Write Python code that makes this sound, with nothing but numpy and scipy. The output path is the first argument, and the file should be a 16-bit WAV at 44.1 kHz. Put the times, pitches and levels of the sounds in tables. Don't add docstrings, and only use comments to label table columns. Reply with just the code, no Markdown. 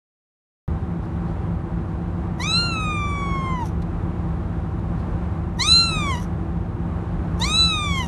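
import sys
import numpy as np
from scipy import signal
from scipy.fft import rfft, irfft
from scipy.io import wavfile
from scipy.ndimage import uniform_filter1d

SR = 44100
rng = np.random.default_rng(int(sys.argv[2]) if len(sys.argv) > 2 else 0)


def persist_wave(psi):
    counts = np.round(np.clip(psi, -1, 1) * 32767).astype(np.int16)
    wavfile.write(sys.argv[1], SR, np.atleast_2d(counts).T)


N = 356019
TIME = np.arange(N) / SR
FREQS = np.fft.rfftfreq(N, 1 / SR)


def amp(db):
    return 10 ** (np.asarray(db) / 20)


def unit(x):
    return x / np.sqrt(np.mean(x ** 2) + 1e-20)


def read_spectrum(points, hz):
    point_hz, level_db = np.transpose(points)
    return np.interp(np.log(hz + 1), np.log(point_hz + 1), level_db)


def noise(spectrum_db):
    white = rng.standard_normal(N)
    return unit(irfft(rfft(white) * amp(spectrum_db), N))


def drift(hz):
    return noise(-10 * np.log10(1 + (FREQS / hz) ** 4))


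def resonance(hz, centre_hz, width_hz):
    return 1 / (1 + ((hz - centre_hz) / width_hz * 2) ** 2)


def bell(t, centre_s, length_s):
    return np.exp(-2 * ((t - centre_s) / length_s) ** 2)


def bursts(rows):
    return sum(amp(level_db) * bell(TIME, centre_s, length_s) for centre_s, length_s, level_db in rows)


# frequency_hz, density_db [dB per Hz]
RUMBLE_SPECTRUM = [(30, -39), (40, 4.5), (60, 4.5), (130, -6.5), (160, 1), (270, -13), (430, -17.5),
                   (830, -18.5), (1100, -19.5), (2500, -38.5), (5000, -53), (9200, -57.5), (11600, -64.5),
                   (12800, -68)]
# centre_hz, width_hz, change_db
ROOM_BUMPS = [(15, 18, -16), (105.5, 41, 4.5), (185, 35, -1.5), (330, 73, 4), (1110, 230, 0),
              (3830, 500, 2)]
RUMBLE_DB = -28


def rumble(swell_db=0.96):
    bumps_db = sum(db * resonance(FREQS, centre, width) for centre, width, db in ROOM_BUMPS)
    colour_db = read_spectrum(RUMBLE_SPECTRUM, FREQS) + bumps_db
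    return amp(RUMBLE_DB + swell_db * drift(hz=1.3)) * noise(colour_db)


# [rms, before hum_db]
MOTOR_TONES = [(44.5, -43.7), (69.1, -40.7), (71.7, -41.1), (76.3, -35.4), (95.2, -34.8), (110.1, -39.1),
               (124.8, -49.0), (139.7, -48.7), (151.6, -41.1), (163.7, -43.2), (168.6, -35.5),
               (172.2, -37.7), (175.9, -37.6), (196.8, -47.4), (237.9, -44.6), (300.0, -50.5),
               (314.8, -49.9), (325.6, -52.4), (327.3, -49.0), (332.7, -49.7), (344.4, -44.9),
               (352.8, -55.6), (402.8, -55.0), (419.0, -55.6), (472.3, -56.5), (488.4, -60.0),
               (763.3, -57.3), (778.8, -51.1)]


def motors(hum_db=0.18, wander_rad=0.58):
    hum = np.zeros(N)
    knots = np.linspace(0, TIME[-1], num=12)
    for hz, level_db in MOTOR_TONES:
        sway = wander_rad * np.interp(TIME, knots, rng.standard_normal(len(knots)))
        start_turn = rng.random()
        hum += np.sqrt(2) * amp(level_db) * np.cos(2 * np.pi * (hz * TIME + start_turn) + sway)
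    return amp(hum_db) * hum


# centre_s, length_s, level_db
PAW_SCUFFS = [(1.05, 0.043, -64), (1.3, 0.051, -64), (2.18, .16, -72), (3.823, 0.009, -52),
              (4.795, 0.0072, -60), (5.0, 0.049, -64)]
# frequency_hz, density_db [dB per Hz]
MAT_SPECTRUM = [(1000, -29), (2800, 0), (3900, 11), (5000, 6), (6500, -1), (9000, -3), (12000, -8),
                (13000, -38)]


def paws():
    grain = amp(3 * drift(hz=200))
    scuffing = unit(noise(read_spectrum(MAT_SPECTRUM, FREQS)) * grain)
    return bursts(PAW_SCUFFS) * scuffing


# delay_s, gain [linear, signed]
NEAR_ECHOES = [(.0023, 0.012), (.0061, -0.1), (0.0085, .06)]
ROOM_T60_S = .3


def room(x, wet_db=-19):
    t = TIME[:SR // 2]
    tail = rng.standard_normal(len(t)) * amp(-60 * t / ROOM_T60_S) * (t > .008)
    response = amp(wet_db) * unit(tail) / np.sqrt(len(t))
    response[0] = 1
    for delay_s, gain in NEAR_ECHOES:
        response[round(delay_s * SR)] += gain
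    return signal.fftconvolve(x, response)[:N]


HOLLOW_HZ, HOLLOW_WIDTH_HZ, HOLLOW_DB = 3428, 380, -5.5
MOUTH_WIDTH_HZ, MOUTH_TOP_HZ = 716, 4500


def mouth_gain(harmonic_hz, mouth_hz):
    hollow = amp(HOLLOW_DB * resonance(harmonic_hz, HOLLOW_HZ, HOLLOW_WIDTH_HZ))
    mouth = resonance(harmonic_hz, mouth_hz, MOUTH_WIDTH_HZ) * hollow
    return mouth / (1 + (harmonic_hz / MOUTH_TOP_HZ) ** 20)


# centre_hz [before the mouth's shift], width_hz, level_db [relative]
THROAT_RESONANCES = [(4760, 570, -10.5), (5827, 365, 5.5), (6970, 520, -0.5), (8270, 750, -1.5),
                     (9370, 700, 0), (12100, 750, -15.5)]


def throat_gain(harmonic_hz, top_hz, shift, dull_db):
    throat = sum(amp(level_db) * resonance(harmonic_hz, centre_hz * shift, width_hz)
                 for centre_hz, width_hz, level_db in THROAT_RESONANCES)
    above_top = 1 - 1 / (1 + (harmonic_hz / top_hz) ** 36)
    return throat * amp(dull_db * above_top)


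# share of the meow, mouth_hz [resonance], top_hz [of the overtones], shift [factor on throat centres]
MOUTH_SHAPE = [(0, 3790, 6500, 1.04), (.11, 4160, 9120, 1.014), (.25, 4130, 9900, 1.191),
               (0.551, 3603, 9900, 0.997), (.82, 3300, 8600, 1), (1, 3194, 6560, 1.04)]
EBB_DB_PER_S = 15
ATTACK_S, RELEASE_S = 0.014, 0.038
EDGE_RISE_S, EDGE_SHARE, EDGE_LEAD_S = 0.035, 0.52, 0.051
ROUGH_START_S, ROUGH_END_S, ROUGH_GAIN = 0.14, 0.093, 4.54
HUSKY_END_S, HUSKY_END_DB = 0.43, 24
RING_RISE_S = 0.033
FUNDAMENTAL_DB, FUNDAMENTAL_START_DB, FILL_S = -30, -4, 0.23
OCTAVE_DB, OCTAVE_LOW_HZ = -31, 1910
WEAK_DB, DRAIN = -35, 0.72
WAVER_S, HIGH_WAVER_DB, LOW_WAVER_DB = .035, 3.5, 1.6


def meow(pitch, effort, jitter, shimmer, husky_noise, dull_db=-18, husk_db=-29, leak_db=-45):
    push_s, push_length_s, push_db, held_db, edge_db = effort
    start, end = pitch[0][0], pitch[-1][0]
    on = (TIME >= start) & (TIME <= end)
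    t, left = TIME[on] - start, end - TIME[on]

    rough = 1 + ROUGH_GAIN * (bell(t, 0, ROUGH_START_S) + bell(left, 0, ROUGH_END_S))
    arch_hz = uniform_filter1d(np.interp(TIME[on], *np.transpose(pitch)), size=800)
    hz = arch_hz * (1 + rough * jitter[on])
    phase = 2 * np.pi * np.cumsum(hz) / SR

    ebb_db = EBB_DB_PER_S * t
    ring_db = held_db - ebb_db + push_db * bell(t, push_s, push_length_s)
    ring = amp(ring_db) * np.minimum(t / RING_RISE_S, 1) ** 2
    edge_push_db = EDGE_SHARE * push_db * bell(t, push_s - EDGE_LEAD_S, push_length_s)
    edge = amp(edge_db - ebb_db + edge_push_db) * np.minimum(t / EDGE_RISE_S, 1) ** 2

    fundamental = amp(FUNDAMENTAL_DB + FUNDAMENTAL_START_DB * np.exp(-t / FILL_S))
    octave = amp(OCTAVE_DB + DRAIN * np.minimum(ring_db - WEAK_DB, 0))
    octave = octave / (1 + (OCTAVE_LOW_HZ / (2 * hz)) ** 24)

    shares, *shape = np.transpose(MOUTH_SHAPE)
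    mouth_hz, top_hz, shift = (np.interp(t / (end - start), shares, column) for column in shape)
    k = np.arange(3, 14)[:, None]
    mouth = mouth_gain(k * hz, mouth_hz)
    throat = throat_gain(k * hz, top_hz, shift, dull_db) * (k > 3)

    knots = np.arange(0, TIME[-1], WAVER_S)
    steps = rng.standard_normal((len(k) + 2, len(knots)))
    waver = np.array([np.interp(t, knots, row) for row in steps])
    throat = throat * amp(HIGH_WAVER_DB * waver[2:])
    overtones = ring * mouth + edge * throat / np.linalg.norm(throat, axis=0)

    tone = fundamental * amp(LOW_WAVER_DB * waver[0]) * np.cos(phase)
    tone += octave * amp(LOW_WAVER_DB * waver[1]) * np.cos(2 * phase)
    tone += (overtones * np.cos(k * phase)).sum(0)
    tone = np.sqrt(2) * tone * (1 + rough * shimmer[on])

    pressed = amp(husk_db + HUSKY_END_DB * bell(left, 0, HUSKY_END_S)) * edge
    leak = amp(leak_db + FUNDAMENTAL_DB)
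    husk = husky_noise[on] * (1 + np.cos(phase)) * (pressed + leak)

    out = np.zeros(N)
    out[on] = (tone + husk) * np.minimum(t / ATTACK_S, 1) * np.minimum(left / RELEASE_S, 1)
    return out + husky_noise * bursts([(start + 0.023, 0.028, -44), (end + 0.01, 0.038, -49)])


# time_s, pitch_hz
PITCH_ARCHES = [
    [(2.39, 966), (2.408, 965), (2.438, 1138), (2.484, 1273), (2.594, 1396), (2.68, 1382), (2.78, 1282),
     (2.966, 1193), (3.35, 1093), (3.53, 1036), (3.62, 943), (3.66, 825)],
    [(5.58, 870), (5.638, 1144), (5.695, 1320), (5.77, 1372), (5.86, 1359), (5.93, 1294), (6.004, 1210),
     (6.098, 1093), (6.156, 954), (6.215, 997)],
    [(7.39, 862), (7.418, 912), (7.46, 1152), (7.53, 1278), (7.59, 1327), (7.678, 1320), (7.778, 1224),
     (7.872, 1164), (7.98, 1060), (8.07, 906)],
]
# push_s [after the start], push_length_s, push_db, held_db [at the start, before the push],
# edge_db [bright edge, likewise]
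MEOW_EFFORTS = [(0.173, 0.14, 15, -29.5, -41), (0.182, 0.21, 18.5, -26, -36), (.22, .16, 10.5, -21.5, -35)]
# centre_s, length_s, level_db
VOICE_RASPS = [(2.52, .05, -60), (5.682, 0.033, -42.5), (5.778, 0.027, -49), (7.476, 0.038, -43),
               (7.6, 0.012, -46.5)]
# frequency_hz, density_db [dB per Hz]
HUSK_SPECTRUM = [(500, -47), (2000, -16), (3000, -9.5), (4000, -11), (5000, -15), (5900, 0), (7300, -16.5),
                 (9000, -13.5), (10500, -12), (12100, -13.5), (12800, -31)]


def kitten(ragged_db=3.0):
    jitter = .0018 * drift(hz=55) + .001 * drift(hz=180)
    shimmer = .055 * drift(hz=60)
    husky_noise = unit(noise(read_spectrum(HUSK_SPECTRUM, FREQS)) * amp(ragged_db * drift(hz=90.3)))
    meows = sum(meow(pitch, effort, jitter, shimmer, husky_noise)
                for pitch, effort in zip(PITCH_ARCHES, MEOW_EFFORTS))
    return meows + husky_noise * bursts(VOICE_RASPS)


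def scene():
    mono = rumble() + motors() + room(paws() + kitten())
    return np.array([mono, mono])


START_S, EDGE_HZ = .679, 12700


def record(dry):
    opened = dry * (TIME >= START_S)
    low_pass = signal.firwin(401, EDGE_HZ, window=("kaiser", 9), fs=SR)
    return signal.oaconvolve(opened, low_pass[None], "same")


dry = scene()
out = record(dry)
persist_wave(out)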